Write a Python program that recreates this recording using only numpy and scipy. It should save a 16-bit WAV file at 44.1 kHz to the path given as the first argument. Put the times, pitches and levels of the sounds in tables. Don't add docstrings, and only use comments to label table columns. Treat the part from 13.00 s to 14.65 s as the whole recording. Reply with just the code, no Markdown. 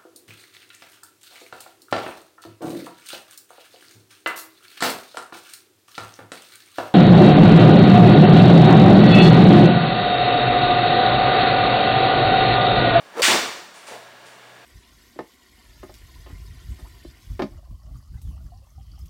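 import sys
import numpy as np
from scipy import signal
from scipy.fft import rfft, irfft
from scipy.io import wavfile

SR = 44100
rng = np.random.default_rng(int(sys.argv[2]) if len(sys.argv) > 2 else 0)


def to_wav(sig):
    pcm = np.clip(np.atleast_2d(sig), -1, 1) * 32767
    pcm = np.round(pcm).astype(np.int16)
    wavfile.write(sys.argv[1], SR, pcm.T)


def gain_from_db(level_db):
    decades = np.asarray(level_db, float) / 20
    return 10 ** decades


N = 72765
T = np.arange(N) / SR


def rms_one(x):
    return x / np.sqrt(np.mean(x ** 2) + 1e-20)


def in_time(rows):
    s, *columns = np.transpose(rows)
    return [np.interp(T, s, c) for c in columns]


def at_hz(points, hz):
    point_hz, value = np.array(points)[:, 0], np.array(points)[:, 1]
    return np.interp(np.log(hz), np.log(point_hz), value)


def drift(rate_hz):
    r = np.exp(-2 * np.pi * rate_hz / SR)
    slow = signal.lfilter([1], [1, -2 * r, r * r], rng.standard_normal(N + SR))
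    return rms_one(slow[SR:])


EDGES_HZ = 28 * 2 ** np.arange(0, 9.4, 1 / 3)


def bands():
    hz, noise = np.fft.rfftfreq(N, 1 / SR), rfft(rng.standard_normal(N))
    centres_hz = np.sqrt(EDGES_HZ[1:] * EDGES_HZ[:-1])
    place = np.interp(np.log(hz + 1), np.log(centres_hz), np.arange(len(centres_hz)))
    out = []
    for k in range(len(centres_hz)):
        window = np.cos(np.pi / 2 * np.clip(place - k, -1, 1))
        out.append(irfft(noise * window, N))
    return centres_hz, out


def shares(spectrum, hz):
    gain = gain_from_db(at_hz(spectrum, np.minimum(hz, 9900)))
    width_hz = hz * (2 ** (1 / 3) - 1)
    return gain / np.sqrt(np.sum(gain ** 2 * width_hz * 2 / SR))


def resonate(x, hz, width_hz):
    r = np.exp(-np.pi * width_hz / SR)
    poles = [1, -2 * r * np.cos(2 * np.pi * hz / SR), r * r]
    return signal.lfilter([(1 - r * r) / 2, 0, (r * r - 1) / 2], poles, x)


def struck(hits, modes):
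    contact_cycles = 0.6
    out, luck = np.zeros(N), rng.normal(0, 1, (len(hits), len(modes), 2))
    for (s, db), row in zip(hits, luck):
        since = np.maximum(T - s, 0)
        for (hz, mode_db, t60), (a, b) in zip(modes, row):
            decay = gain_from_db(db + mode_db + 1.06 * a - 60 * since / t60)
            onset = 1 - np.exp(-since * hz / contact_cycles)
            out += np.sign(b) * decay * np.sin(2 * np.pi * hz * since) * onset
    return out


# (frequency [Hz], level [dB], t60 [s])
FACE = [(1000, -8, .005), (1900, -7, .006), (3000, -6, .006), (4600, 2, .012), (8000, -4, .005),
        (14500, -2, .004)]


def crack():
    strike_s, scuff_rise_s, scuff_fall_s = .22045, .0012, .004
    scuff_db, crack_db = -9.5, -7
    offset = T - strike_s
    since = np.maximum(offset, 0)
    envelope = np.exp(np.where(offset < 0, offset / scuff_rise_s, -offset / scuff_fall_s))
    scuff = envelope * resonate(rng.standard_normal(N), 3500, 4200)
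    ring = sum(gain_from_db(db - 60 * since / t60) * np.sin(2 * np.pi * hz * since) for hz, db, t60 in FACE)
    highpass = signal.butter(2, 350, "high", fs=SR, output="sos")
    return signal.sosfilt(highpass, gain_from_db(scuff_db) * scuff - gain_from_db(crack_db) * ring)


# (time [s], level [dB], build-up [s], share of room t60 [1])
STRIKES = [
    (.221, -6, 0.0082, 0.91),
]
SLAMS = [
    (.276, -9, 0.029, 1.04),
    (.335, -19, 0.015, 1.27),
    (.42, -26.5, .01, 1.22),
]
SLIDES = [
    (.735, -37.5, 0.023, 0.92),
    (.865, -36, 0.0074, 0.71),
    (1.256, -47.5, 0.0015, 1),
]
BOUNCES = [
    (.88, -39, 0.0095, 0.71),
    (.908, -33.5, 0.018, 0.74),
    (1.268, -59, 0.0044, 0.38),
]
# (frequency [Hz], density [dB per Hz])
STRIKE_COLOUR = [(35, -56), (60, -25.5), (766, -13), (1690, -2.5), (1880, -1.5), (3580, -3), (4830, -8.5),
                 (8250, -10), (10000, -19.5), (13000, -49), (22000, -120)]
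CANVAS_COLOUR = [(24, -62), (40, -30), (156, -12), (299, -0.5), (611, 0), (844, 0), (4770, -6), (8120, -16),
                 (10000, -25), (13000, -49), (22000, -120)]
RUSTLE_COLOUR = [(120, -42), (200, -30), (629, -9), (1030, -5.5), (1250, -6), (1500, -7), (10000, -15),
                 (13000, -48), (22000, -120)]
MAT_COLOUR = [(59, -49), (100, -32), (330, -14.5), (648, -2.5), (1430, -15), (1800, -16), (2100, -14.5),
              (10000, -32.5), (13000, -56), (22000, -120)]
# (frequency [Hz], t60 [s])
BAY = [(60, 0.72), (250, 0.5), (1000, .6), (3000, 0.56), (8000, 0.61), (15000, 0.72)]


def blows():
    grain_db, grain_s = 2.5, 0.017
    slide_top_hz, slide_top_db = 10140, -10
    hz, noise = bands()
    power, t60, grain = np.zeros((len(hz), N)), at_hz(BAY, hz)[:, None], drift(350)
    kinds = [(STRIKES, STRIKE_COLOUR, 0), (SLAMS, CANVAS_COLOUR, 0),
             (SLIDES, RUSTLE_COLOUR, slide_top_db), (BOUNCES, MAT_COLOUR, 0)]
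    for rows, colour, top_db in kinds:
        gain = shares(colour, hz) * gain_from_db(top_db * (hz > slide_top_hz))
        for s, db, rise_s, share in rows:
            since = np.maximum(T - s, 0)
            level = gain_from_db(db + grain_db * grain * np.exp(-since / grain_s))
            swell = (1 - np.exp(-since / rise_s)) * level
            decay = np.exp(-6 * np.log(10) * since / t60 / share)
            power += (gain[:, None] * swell) ** 2 * decay
    return np.sum(np.sqrt(power) * noise, axis=0)


# (time [s], level [dB])
SNAPS = [
    (.279, -16.5),
    (.292, -23),
    (.306, -21),
    (.318, -23),
    (.332, -25),
    (.345, -19),
    (.358, -22),
]
# (frequency [Hz], level [dB], t60 [s])
SHEET = [(139, -27, 0.49), (201, -13, 0.088), (262, -3.5, 0.073), (354, -2.5, 0.11), (640, -1, 0.062),
         (835, -1, 0.038), (993, -5, 0.047)]


def sheet_booms():
    return struck(SNAPS, SHEET)


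# (time [s], level [dB])
KNOCKS = [
    (.882, -43.5),
    (.911, -34),
    (.918, -30.5),
    (.925, -51),
    (.932, -41),
    (.942, -38),
    (.955, -41),
    (.968, -45),
]
# (frequency [Hz], level [dB], t60 [s])
FLOOR = [(280, -9, 0.082), (450, 2, .035), (545, -4, 0.041), (694, -6, 0.026), (890, 1, 0.029)]


def mat_knocks():
    return struck(KNOCKS, FLOOR)


# (time [s], level [dB])
SWING = [(.12, -53.5), (.146, -43.5), (.175, -33.5), (.19, -29.5), (.2, -24), (.211, -31), (.225, -39),
         (.26, -71)]
# (frequency [Hz], density [dB per Hz])
RUSH = [(80, -38), (200, -14.5), (310, -4), (400, -4), (600, -7), (850, -6), (1600, -10), (3000, -19.5),
        (10000, -30.5)]
# (time [s], pitch [Hz], level [dB])
SHAFT = [(.15, 470, -90), (.17, 470, -47), (.179, 462, -27), (.19, 458, -26), (.197, 462, -23),
         (.204, 495, -26), (.212, 545, -18), (.2165, 548, -32), (.235, 530, -60)]


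def swing():
    brighten_db_per_octave_db, octave_db, rough_rad = 0.035, -15, .05
    hz, noise = bands()
    speed_db = in_time(SWING)[0]
    octaves = np.log2(np.maximum(hz / 1000, 1))
    tilt_db = brighten_db_per_octave_db * np.outer(octaves, speed_db - speed_db.max())
    rush = gain_from_db(speed_db + 1.2 * drift(62.7)) * (shares(RUSH, hz) @ (gain_from_db(tilt_db) * noise))
    pitch_hz, db = in_time(SHAFT)
    phase = 2 * np.pi * np.cumsum(pitch_hz) / SR + rough_rad * drift(95)
    tone = gain_from_db(db + 3) * (np.sin(phase) + gain_from_db(octave_db) * np.sin(2 * phase))
    return (T < .3) * (rush + tone)


# (frequency [Hz], density [dB per Hz])
AIR = [(30, -27), (85, -23), (150, -17.5), (300, -11), (700, -6), (1800, -10), (3500, -14), (5500, -21),
       (10000, -27)]
# (frequency [Hz], width [Hz], level [dB])
DUCTS = [(650, 45, -60), (1655, 40, -55)]
# (time [s], level [dB])
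HUM = [(0, -79), (.06, -63), (.12, -82), (.84, -91), (.93, -63), (1.02, -64), (1.2, -67), (1.33, -65.5),
       (1.65, -61)]


def ventilation():
    air_db, patchy_db = -47, .5
    hum_hz, drone_hz, drone_db, drone_fade_db_per_s = 121, 184, -61, 6
    hz, noise = bands()
    together = drift(1)
    air = np.zeros(N)
    for gain, band in zip(shares(AIR, hz), noise):
        air += gain * gain_from_db(patchy_db * (together + drift(4.6))) * band
    ducts = np.zeros(N)
    for duct_hz, width_hz, db in DUCTS:
        tone = rms_one(resonate(rng.standard_normal(N), duct_hz, width_hz))
        ducts += gain_from_db(db + 0.76 * drift(8.1)) * tone
    hum_gain = gain_from_db(in_time(HUM)[0] + 3.5 + drift(3))
    hum = hum_gain * np.sin(2 * np.pi * hum_hz * T + 0.34 * drift(3))
    drone_gain = gain_from_db(drone_db - drone_fade_db_per_s * T + 2.1 * drift(5))
    drone = drone_gain * np.sin(2 * np.pi * drone_hz * T + 0.19 * drift(2.5))
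    return gain_from_db(air_db) * air + ducts + hum + drone


def scene():
    mix = crack() + blows() + sheet_booms() + mat_knocks() + swing() + ventilation()
    return mix[None]


def low_pass(x):
    return signal.sosfilt(signal.butter(12, 16830, fs=SR, output="sos"), x)


# (frequency [Hz], level [dB])
MIC = [(9900, 0), (10500, -6), (12500, -8), (13800, -3.5), (16000, -5.5)]
# (time [s], level [dB])
GAIN = [(0, -3.5), (.217, -2), (.224, -7), (.3, -3.5), (.4, -5.5), (.5, -6.5), (.6, -5), (.66, -5),
        (.72, -4.5), (.8, -4.5), (.87, -2), (.95, -2), (1.2, -1.5), (1.65, -2.5)]


def record(dry):
    clip_top, cutoff_hz = 1.2, 16070
    hz = np.fft.rfftfreq(N, 1 / SR) + 1
    coloured = irfft(rfft(dry) * gain_from_db(at_hz(MIC, hz)), N)
    heard = gain_from_db(in_time(GAIN)[0]) * coloured
    rounded = clip_top * np.tanh(heard / clip_top)
    mix = irfft(rfft(rounded) * (hz < cutoff_hz), N)
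    return low_pass(mix)


dry = scene()
out = record(dry)
to_wav(out)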